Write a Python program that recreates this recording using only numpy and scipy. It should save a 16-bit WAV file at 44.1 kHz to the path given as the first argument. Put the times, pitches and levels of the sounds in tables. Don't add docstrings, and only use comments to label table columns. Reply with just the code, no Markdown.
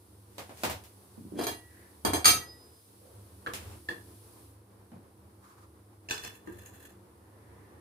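import sys
import numpy as np
from scipy import signal
from scipy.fft import rfft, irfft, next_fast_len
from scipy.io import wavfile
from scipy.ndimage import map_coordinates

SR = 44100
rng = np.random.default_rng(int(sys.argv[2]) if len(sys.argv) > 2 else 0)


def digitize_waveform(pressure):
    field = np.atleast_2d(pressure).T
    bounded = np.clip(field, -1, 1)
    quanta = np.round(bounded * 32767).astype(np.int16)
    wavfile.write(sys.argv[1], SR, quanta)


N = 344068
T = np.arange(SR) / SR


def amp(db):
    return 10 ** (np.asarray(db) / 20)


def unit(x):
    return x / np.sqrt(np.mean(x ** 2) + 1e-20)


def along(points, hz):
    f, value = np.transpose(points)
    return np.interp(np.log(hz + 1), np.log(f), value)


def swell(s, half):
    return np.exp(-((np.arange(N) / SR - s) / half) ** 2)


def stroke(s, rise, hold, t60):
    t = np.arange(N) / SR - s
    return amp(-60 * (np.maximum(-t, 0) / rise + np.maximum(t - hold, 0) / t60))


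def wobble(rate):
    knots = rng.standard_normal(int(N * rate / SR) + 4)
    return map_coordinates(knots, [np.arange(N) * rate / SR])


def filtered(x, response):
    n = x.shape[-1]
    m = next_fast_len(n + 8192, True)
    return irfft(rfft(x, m) * response(np.fft.rfftfreq(m, 1 / SR)), m)[..., :n]


# f/Hz, correlation
ALIKE = [(100, 0.97), (300, 0.75), (600, .5), (1200, -0.13), (2500, 0.026), (5000, 0.041)]


def diffuse(size):
    def mid_side_gains(hz):
        turn = np.arccos(np.clip(along(ALIKE, hz), -1, 1)) / 2
        return np.array([np.cos(turn), np.sin(turn)])
    mid, side = filtered(rng.standard_normal((2, size)), mid_side_gains)
    return np.array([mid + side, mid - side])


def rush(spectrum):
    return unit(filtered(diffuse(N), lambda hz: amp(along(spectrum, hz))))


def pulse(spectrum, tilt=0):
    hz = np.fft.rfftfreq(SR, 1 / SR)
    level_db = along(spectrum, hz) + tilt * np.log2(1 + hz / 300)
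    cepstrum = irfft(np.log(amp(level_db)), SR)
    return irfft(np.exp(rfft(2 * cepstrum * (T < .5))), SR)


def body(resonances):
    return sum(amp(db) * width * np.exp(-np.pi * width * T) * np.sin(2 * np.pi * hz * T)
               for hz, width, db in resonances)


def chatter(life):
    return rng.standard_normal(SR) * T / life * np.exp(-T / life)


def snap(spectrum, life):
    return signal.fftconvolve(pulse(spectrum), chatter(life))[:SR]


# f/Hz, t60/s
KITCHEN_DECAY = [(80, 0.3), (300, 0.28), (1000, 0.28), (4000, 0.26), (9000, 0.23), (15000, 0.21)]


def kitchen(direct_db, lag, near_db=-8):
    hz, t, z = signal.stft(diffuse(SR // 2), SR, nperseg=256)
    decay = amp(-60 * t / along(KITCHEN_DECAY, hz)[:, None])
    tail = signal.istft(z * decay, SR, nperseg=256)[1]
    since = T[:tail.shape[1]]
    walls = tail * (1 - np.exp(-since / 0.0058))
    near = tail * np.exp(-since / 0.0018)
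    path = walls / np.linalg.norm(walls[0]) + amp(near_db) * near / np.linalg.norm(near[0])
    path[[0, 1], [lag, 0]] += amp(direct_db)
    return path


def add(out, s, db, sound, direct_db, lag=19):
    heard = signal.fftconvolve(sound[None], kitchen(direct_db, lag), axes=1)
    heard *= amp(db) * np.sqrt(SR / 10 / np.sum(heard ** 2))
    start = round(s * SR)
    out[:, start:start + heard.shape[1]] += heard[:, :N - start]


# f/Hz, relative level/dB
ROOM_NOISE = [(25, -7.5), (50, -5.5), (85, 5), (150, -1.5), (350, 0.5), (470, -0.5), (620, -8), (1000, -6),
              (1500, -14), (3000, -26), (7000, -32.5), (15000, -39)]
# f/Hz, level/dB before the slow level curve
HUM = [(79, -66), (101, -62), (196, -70), (277, -73), (316, -70), (350, -71.5)]
# t/s, gain/dB
ROOM_LEVEL = [(0.1, -2.5), (.6, -0.5), (2.3, 0.5), (2.85, -3.5), (3.2, 1.5), (4.2, 1.5), (4.9, -0.5),
              (6.9, 0.5), (7.3, -1), (7.7, 0)]
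# t/s, half length/s, level/dB
RUSTLES = [(0.706, 0.13, -59), (3.207, 0.15, -65.5), (6.804, 0.56, -62), (7.72, 0.38, -60)]
ROOM_DB, ROOM_WAVER_DB = -61.5, 1.74


def background():
    t = np.arange(N) / SR
    room = amp(ROOM_DB + ROOM_WAVER_DB * wobble(18)) * rush(ROOM_NOISE)
    rustle = sum(amp(db) * swell(s, half) for s, half, db in RUSTLES) * rush(ROOM_NOISE)
    hum = 0
    for hz, db in HUM:
        waver = wobble(11) + 1j * wobble(11) + 0.6
        hum = hum + amp(db) * unit(np.real(waver * np.exp(2j * np.pi * hz * t)))
    return amp(np.interp(t, *np.transpose(ROOM_LEVEL))) * (room + hum) + rustle


# t/s at mid-step, hiss level/dB from then on
VALVE = [(0, -65.5), (.4, -62.5), (3.54, -60), (4.52, -70)]
# f/Hz, relative level/dB
GAS = [(500, -18.5), (2000, -14), (4500, -7), (7000, -11), (10000, 0.5), (12000, -5), (15000, -9.5)]
# f/Hz, relative level/dB
THUD = [(25, -22.5), (55, -23), (78, 7.5), (110, -3.5), (170, -18.5), (300, -43.5), (1000, -77.5)]
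# f/Hz, relative level/dB
SPARK_TONE = [(300, 3), (700, -1.5), (1500, -0.5), (2700, 2.5), (4000, -2.5), (6000, -4), (10000, -2.5),
              (15000, -7.5)]
VALVE_TURN_S = 0.17
FLARE_S, FLARE_RISE_S, FLARE_HOLD_S, FLARE_T60_S = 3.62, .4, .12, 0.3
FLARE_DB, FLARE_ROAR_DB, FLARE_WHOOSH_DB = -51.5, -54, -57.5


def burner():
    t = np.arange(N) / SR
    hiss_db = VALVE[0][1]
    for (_, before), (s, db) in zip(VALVE, VALVE[1:]):
        hiss_db = hiss_db + (db - before) * np.clip((t - s) / VALVE_TURN_S + .5, 0, 1)
    flame = amp(FLARE_DB) * rush(THUD)
    flame += amp(FLARE_ROAR_DB) * rush(ROOM_NOISE)
    flame += amp(FLARE_WHOOSH_DB) * rush(SPARK_TONE)
    flare = stroke(FLARE_S, FLARE_RISE_S, FLARE_HOLD_S, FLARE_T60_S)
    return amp(hiss_db) * rush(GAS) + flare * flame


# t/s, level/dB before each layer's offset, tilt/(dB per octave)
KNOCKS = [(0.382, -30.5, 1), (0.494, -37.5, -2), (0.573, -43, 3.5), (.635, -18, 1), (0.698, -25.5, 2),
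          (.838, -43.5, 4), (4.918, -44, -5.5), (4.955, -49, -6)]
# f/Hz, relative level/dB
UTENSIL = [(40, -48.5), (80, -6), (250, 1.5), (450, 0.5), (750, 2), (1400, -6), (2200, -7.5), (4500, -13),
           (6500, -16.5), (15000, -19.5)]
# f/Hz, relative level/dB
CRACK = [(300, -11.5), (1100, -1.5), (2500, -2), (5000, -3), (7300, -1.5), (9000, -1), (12000, -2),
         (15000, -11.5)]
KNOCK_THUD_DB, KNOCK_THUD_DELAY_S = -27.5, 0.027
LEAD_IN_DB, LEAD_IN_RISE_S = -33, 0.36


def utensils():
    sliding = sum(amp(db + LEAD_IN_DB) * stroke(s, LEAD_IN_RISE_S, hold=0, t60=.05) for s, db, _ in KNOCKS)
    out = sliding * rush(CRACK)
    for s, db, tilt in KNOCKS:
        add(out, s, db - 12, pulse(UTENSIL, tilt), direct_db=-23.0)
        add(out, s + KNOCK_THUD_DELAY_S, db + KNOCK_THUD_DB, pulse(THUD), direct_db=-5)
    return out


# t/s, level/dB
BUMPS = [(1.178, -46.5), (1.25, -47.5), (1.322, -42), (1.355, -40), (1.376, -42), (1.391, -35),
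         (4.92, -50.5), (4.958, -59.5)]
# t/s, then lid, counter knock and thud level/dB before each layer's offset, grip/0-1
LID_HITS = [(1.3913, -46, -32.5, -54.5, 0.6), (1.412, -34, -31.5, -55.5, 0.2),
            (1.436, -27.5, -50, -57, 0.25), (1.468, -22, -30.5, -59, 0), (2.0497, -18, -22.5, -32, 0.85),
            (2.134, -18, -23.5, -35.5, 0.91), (2.2452, -12.5, -43.5, -46.5, 1),
            (2.2552, -3, -33.5, -51.5, 0), (2.2793, -9.5, -33.5, -38, 0.08),
            (2.303, -15.5, -42.5, -45, 0.15)]
# f/Hz, relative level/dB
HOLLOW = [(70, -30), (170, 1.5), (260, 3.5), (370, -7), (550, -20), (1200, -40), (4000, -58)]
SCRAPE_S = 1.392
BUMP_REST_OCT, BUMP_GLIDE_OCT = -0.17, 0.69
BUMP_SPEEDUP_S = 0.11
HOLLOW_DB, HOLLOW_PITCH = -16, 1.4
SHUDDER_DB, SHUDDER_T60_S = -39.5, .6


def counter():
    def boom(pitch):
        return pulse([(hz * pitch, level) for hz, level in HOLLOW])
    shudder = sum(amp(db + SHUDDER_DB) * stroke(s, rise=.01, hold=0, t60=SHUDDER_T60_S)
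                  for s, db, *_ in LID_HITS)
    out = shudder * rush(ROOM_NOISE)
    for s, db in BUMPS:
        speed = np.exp(-abs(s - SCRAPE_S) / BUMP_SPEEDUP_S)
        add(out, s, db, boom(2 ** (BUMP_REST_OCT + BUMP_GLIDE_OCT * speed)), direct_db=-5.5)
    for s, _, knock_db, *_ in LID_HITS:
        add(out, s, knock_db + HOLLOW_DB, boom(HOLLOW_PITCH), direct_db=-7.5)
    return out


# f/Hz, level/dB, t60/s before the grip's extra damping
HELD_MODES = [(1710, -5, .09), (1935, -15, .4), (2360, -4, .07), (2805, -12, .28), (3250, -1.5, .13),
              (3768, -13, .22), (4130, -4, .06), (4660, -7, .06), (4920, -5, .05), (6330, -4, .15),
              (7668, -11, .22), (8580, -7, .05), (8745, -3, .1), (9448, -8, .42), (10200, -2, .16),
              (11400, -4, .12), (11830, -3, .08), (12420, -8, .2), (13550, -7, .04), (15030, -7, .04)]
# f/Hz, relative level/dB
COUNTER = [(60, -16), (150, -14), (320, 4), (520, -4.5), (720, -1), (1100, -5), (1600, -11.5), (3000, -27),
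           (12000, -51.5)]
SCRAPE_RISE_S, SCRAPE_HOLD_S, SCRAPE_T60_S = 0.08, .055, .05
SCRAPE_DB, DRAG_DB = -44, -45.5
SLIP_DB, GRIT_DB = 4, -47
SHIFT_DB, SHIFT_RATE = 5, 50
SCRAPE_DULL_HZ = 4170


def scrape():
    t = np.arange(N) / SR
    slips = amp(SLIP_DB * wobble(260))
    rim = np.zeros(N)
    for hz, db, _ in HELD_MODES:
        if hz < 11000:
            drive = amp(SHIFT_DB * wobble(SHIFT_RATE)) * np.exp(1.5j * wobble(260))
            dulling = 1 + (hz / SCRAPE_DULL_HZ) ** 2
            rim += amp(db) / dulling * np.real(drive * np.exp(2j * np.pi * hz * t))
    grit = amp(GRIT_DB) * unit(slips * rush(CRACK))
    drag = amp(DRAG_DB) * rush(COUNTER)
    slide = stroke(SCRAPE_S, SCRAPE_RISE_S, SCRAPE_HOLD_S, SCRAPE_T60_S)
    return slide * (amp(SCRAPE_DB) * unit(rim) + grit + drag)


# t/s at full, level/dB, f/Hz, t60/s, damped from t/s
SINGING = [(1.53, -63, 1933, 3.5, 1.75), (1.545, -54, 9448, .35, 1.6), (2.43, -52, 1933, .5, 2.56),
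           (2.43, -62, 3775, .7, 2.62), (2.44, -60, 11370, .6, 2.6), (2.5, -54, 5001, 0.95, 2.8)]
SING_RISE_S, DAMPED_T60_S = .25, .6
BEAT_HZ, TWIN_DB = 7, -10.5
SING_WAVER_DB = 2


def singing():
    t = np.arange(N) / SR
    out = np.zeros(N)
    for s, db, hz, t60, stop in SINGING:
        mode = np.sin(2 * np.pi * hz * (t - s))
        twin = amp(TWIN_DB) * np.sin(2 * np.pi * (hz + BEAT_HZ) * (t - s))
        level = amp(db + SING_WAVER_DB * wobble(22)) * stroke(s, SING_RISE_S, 0, t60)
        damping = amp(-60 * np.maximum(t - stop, 0) / DAMPED_T60_S)
        out += level * damping * (mode + twin)
    return out


# f/Hz, level/dB before an offset and scatter
SHEET = [(1000, -10.5), (1300, 1), (1700, 2), (2400, -5), (2950, -7.5), (4000, 1), (5000, -1.5), (5700, -5),
         (6500, 2), (7400, -14.5), (8800, 3.5), (10800, -11), (12000, -4), (13800, -21.5)]


def sheet_modes(count=80):
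    hz = 1000 + (np.arange(count) + rng.random(count)) * 14500 / count
    db = along(SHEET, hz) - 14 + 3 * rng.standard_normal(count)
    return np.transpose([hz, db, np.full(count, .07)])


def steel(modes, grip, scatter_db):
    hz, db, t60 = np.transpose(modes)
    strength = amp(db + scatter_db * rng.standard_normal(len(hz))) / np.sqrt(t60)
    strength = strength * rng.choice([-1, 1], len(hz))
    fade_db = 60 / t60 + grip * np.interp(hz, [2000, 4500], [10, 190])
    ring = np.zeros(SR)
    for f, gain, fade in zip(hz, strength, fade_db):
        t = T[T < 70 / fade]
        ring[:len(t)] += gain * amp(-fade * t) * np.sin(2 * np.pi * f * t)
    return ring


# f/Hz, level/dB, t60/s before the grip's extra damping
FREE_MODES = [(716, -11, .2), (1228, -9, .14), (1285, -3, .09), (1647, -15, .1), (1933, -20, .4),
              (2338, -1, .06), (2695, -9, .08), (2800, -20, .25), (3210, -3, .12), (3775, -12, .3),
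              (4203, -4, .06), (4420, -10, .05), (4691, -3, .12), (4925, -2, .06), (5001, -20, .5),
              (5250, -9, .04), (6062, -7, .2), (6395, -1, .13), (6627, -6, .11), (7677, -22, .4),
              (8735, -2, .08), (8885, -1, .04), (9455, -19, .3), (10248, 1, .17), (11370, -16, .35),
              (11820, -4, .05), (12090, -6, .08), (12922, -3, .13), (14360, -20, .05), (15080, -6, .07)]
# f/Hz, width/Hz, relative level/dB
BOARD = [(315, 35, -1), (447, 20, -7), (716, 34, 0), (914, 24, -4), (1057, 30, -7)]
BOARD_DB = -9.5
LET_GO_S = 2.2
GRIP_DETUNE = .008


def lid():
    out = np.zeros((2, N))
    for s, db, knock_db, thud_db, grip in LID_HITS:
        modes = np.vstack([HELD_MODES if s < LET_GO_S else FREE_MODES, sheet_modes()])
        modes[:, 0] *= 1 + GRIP_DETUNE * grip * rng.standard_normal(len(modes))
        add(out, s, db - 14.0, steel(modes, grip, scatter_db=1), direct_db=-3.5)
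        add(out, s, db - 25.0, pulse(CRACK), direct_db=-11.5)
        add(out, s, knock_db - 9.5, pulse(COUNTER), direct_db=-10.5)
        add(out, s, knock_db + BOARD_DB, body(BOARD), direct_db=-3.5)
        add(out, s, thud_db - 5.5, pulse(THUD), direct_db=-3.5)
    return out


# t/s, half length/s, level/dB, centre f/Hz
BRUSHES = [(1.81, 0.13, -64, 1810), (3.087, 0.093, -60, 526), (7.6, .35, -70, 1850)]
# t/s, half length/s, level/dB
SWISHES = [(5.443, 0.025, -62.5), (5.506, 0.053, -59.5), (5.586, 0.016, -63), (5.633, .03, -61.5)]
# f/Hz, relative level/dB
SWISH = [(300, -25), (800, -7), (1150, 4), (1500, -3.5), (2000, -13), (3000, -19.5), (4500, -17),
         (7000, -18.5), (10000, -18), (15000, -22.5)]


def brushes():
    out = sum(amp(db) * swell(s, half) for s, half, db in SWISHES) * rush(SWISH)
    for s, half, db, hz in BRUSHES:
        band = [(hz / 2, -30), (hz * 0.84, -11), (hz * 0.955, 0), (hz * 1.21, -13), (hz * 2, -32), (hz * 6, -50)]
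        out += amp(db) * swell(s, half) * rush(band)
    return out


# t/s, level/dB before each layer's offset, f/Hz, swell time constant/s, body level/dB
CLUNKS = [(3.4626, -32.5, 1480, 0.00054, -8), (3.468, -32, 1670, 0.0011, -3),
          (3.472, -31.5, 1176, 0.0012, -4.5), (3.887, -25.5, 1742, 0.0019, -6.5),
          (3.911, -36, 1753, 0.0013, -5.5)]
# frequency ratio, relative level/dB
PING = [(1, 1.5), (1.57, -17.5), (1.95, -12), (2.41, -18.5), (2.75, -20)]
# f/Hz, width/Hz, relative level/dB
STOVE = [(346, 31, 2), (476, 39, -1.5), (208.2, 32, -17), (1062, 130, -12)]


def clunks():
    out = np.zeros((2, N))
    for s, db, hz, rise, body_db in CLUNKS:
        partials = sum(amp(level) * np.sin(2 * np.pi * ratio * hz * T) for ratio, level in PING)
        ping = (T / rise) ** 1.53 * np.exp(-T / rise) * partials
        add(out, s, db - 11, ping, direct_db=3.5, lag=22)
        add(out, s, db - 12.0 + body_db, body(STOVE), direct_db=-8.0)
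        add(out, s, db - 23.5, pulse(UTENSIL, 1), direct_db=-9)
    return out


# t/s, level/dB
SPARK = (3.536, -39.5)


def spark():
    out = np.zeros((2, N))
    add(out, *SPARK, pulse(SPARK_TONE), direct_db=-31)
    return out


# t/s, ring and snap level/dB before each layer's offset
JUG_HITS = [(6.0868, -29.5, -40), (6.097, -32, -29), (6.108, -20, -17.5), (6.144, -32, -40),
            (6.1775, -32.5, -31.5), (6.2363, -34, -35), (6.247, -30, -32), (6.344, -47, -55)]
# f/Hz, width/Hz, relative level/dB
JUG = [(461, 35, 9), (704, 180, -5.5), (1060, 230, -5), (1767, 30, 9.5), (2680, 150, 5.5), (2900, 130, 1.5),
       (3470, 14, 15), (4200, 110, -1.5), (5050, 110, -0.5), (5430, 150, -1), (6170, 90, 3),
       (6900, 120, -15)]
# f/Hz, relative level/dB
CAP = [(400, -12), (1500, 4), (2700, -13), (4300, -3), (5100, -6), (6300, -7.5), (7500, -4), (10000, -10),
       (15000, -13)]
# t/s, rubbing level/dB, tick level/dB before its offset
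TWISTS = [(6.15, -53, -50), (6.24, -45.5, -50), (6.275, -54, -45), (6.353, -58.5, -53), (6.474, -62.5, -51),
          (6.53, -60.5, -58), (6.5932, -55, -48), (6.634, -69, -55), (6.66, -55, -34.5), (6.75, -59.5, -54),
          (6.804, -58.5, -54), (6.854, -57, -54), (6.903, -63.5, -54.5)]
# f/Hz, relative level/dB
RUB = [(300, 5), (1250, -6), (1770, 13), (2200, -8), (2710, 4), (3050, -12), (3340, 3), (3700, -14),
       (4100, 1.5), (4700, -16), (5700, -12), (6730, 0), (8400, -4), (9600, -1), (13000, -1), (15500, -5)]
# f/Hz, relative level/dB
THREAD = [(1000, -16), (2700, -8), (5400, -24), (6730, 8), (8400, -8), (9600, 0), (13000, -7), (15000, -9)]
# t/s, level/dB
JUG_BUMP = (6.4735, -42.5)
# f/Hz, width/Hz, relative level/dB
JUG_BASE = [(346, 34, 2.5), (990, 100, -20), (1205, 59, -20), (1620, 45, -14), (1770, 45, -17),
            (2720, 51, -24)]
# t/s, level/dB
JUG_FLEX = (6.548, -56)
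TWIST_RISE_S, TWIST_HOLD_S, TWIST_T60_S = 0.11, 0.0054, 0.2
TWIST_RING_DB = -10
BUMP_SOFT_S = .00006


def jug():
    rubbing = sum(amp(db) * stroke(s, TWIST_RISE_S, TWIST_HOLD_S, TWIST_T60_S) for s, db, _ in TWISTS)
    out = rubbing * unit(rush(RUB) * amp(3 * wobble(170)))
    for s, ring_db, snap_db in JUG_HITS:
        ring = signal.fftconvolve(body(JUG), chatter(life=0.0012))[:SR]
        add(out, s, ring_db - 16.0, ring, direct_db=-0.5)
        add(out, s, snap_db - 20.0, snap(CAP, life=0.0021), direct_db=-0.5)
    for s, db, tick_db in TWISTS:
        add(out, s, db + TWIST_RING_DB, body(JUG), direct_db=-3)
        add(out, s, tick_db - 22.0, snap(THREAD, life=0.0018), direct_db=2.0)
    bump = signal.fftconvolve(body(JUG_BASE), np.exp(-T / BUMP_SOFT_S))[:SR]
    add(out, *JUG_BUMP, bump, direct_db=-4.5)
    add(out, *JUG_FLEX, pulse(THUD), direct_db=-3)
    return out


# f/Hz, gain/dB
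STANDING = [(50, -2.5), (75, 1.5), (100, 1.5), (125, 4), (160, -4.5), (195, 0.5), (280, -1), (350, 1)]


def scene():
    mix = background() + burner() + utensils() + counter() + scrape() + singing() + lid()
    mix = mix + brushes() + clunks() + spark() + jug()
    return filtered(mix, lambda hz: amp(along(STANDING, hz))) * amp([[-.3], [.3]])


TOP_HZ = 15550


def record(dry):
    thin = signal.sosfilt(signal.butter(2, 45, "high", fs=SR, output="sos"), dry)
    return filtered(thin, lambda hz: 1 / (1 + (hz / TOP_HZ) ** 160))


dry = scene()
out = record(dry)
digitize_waveform(out)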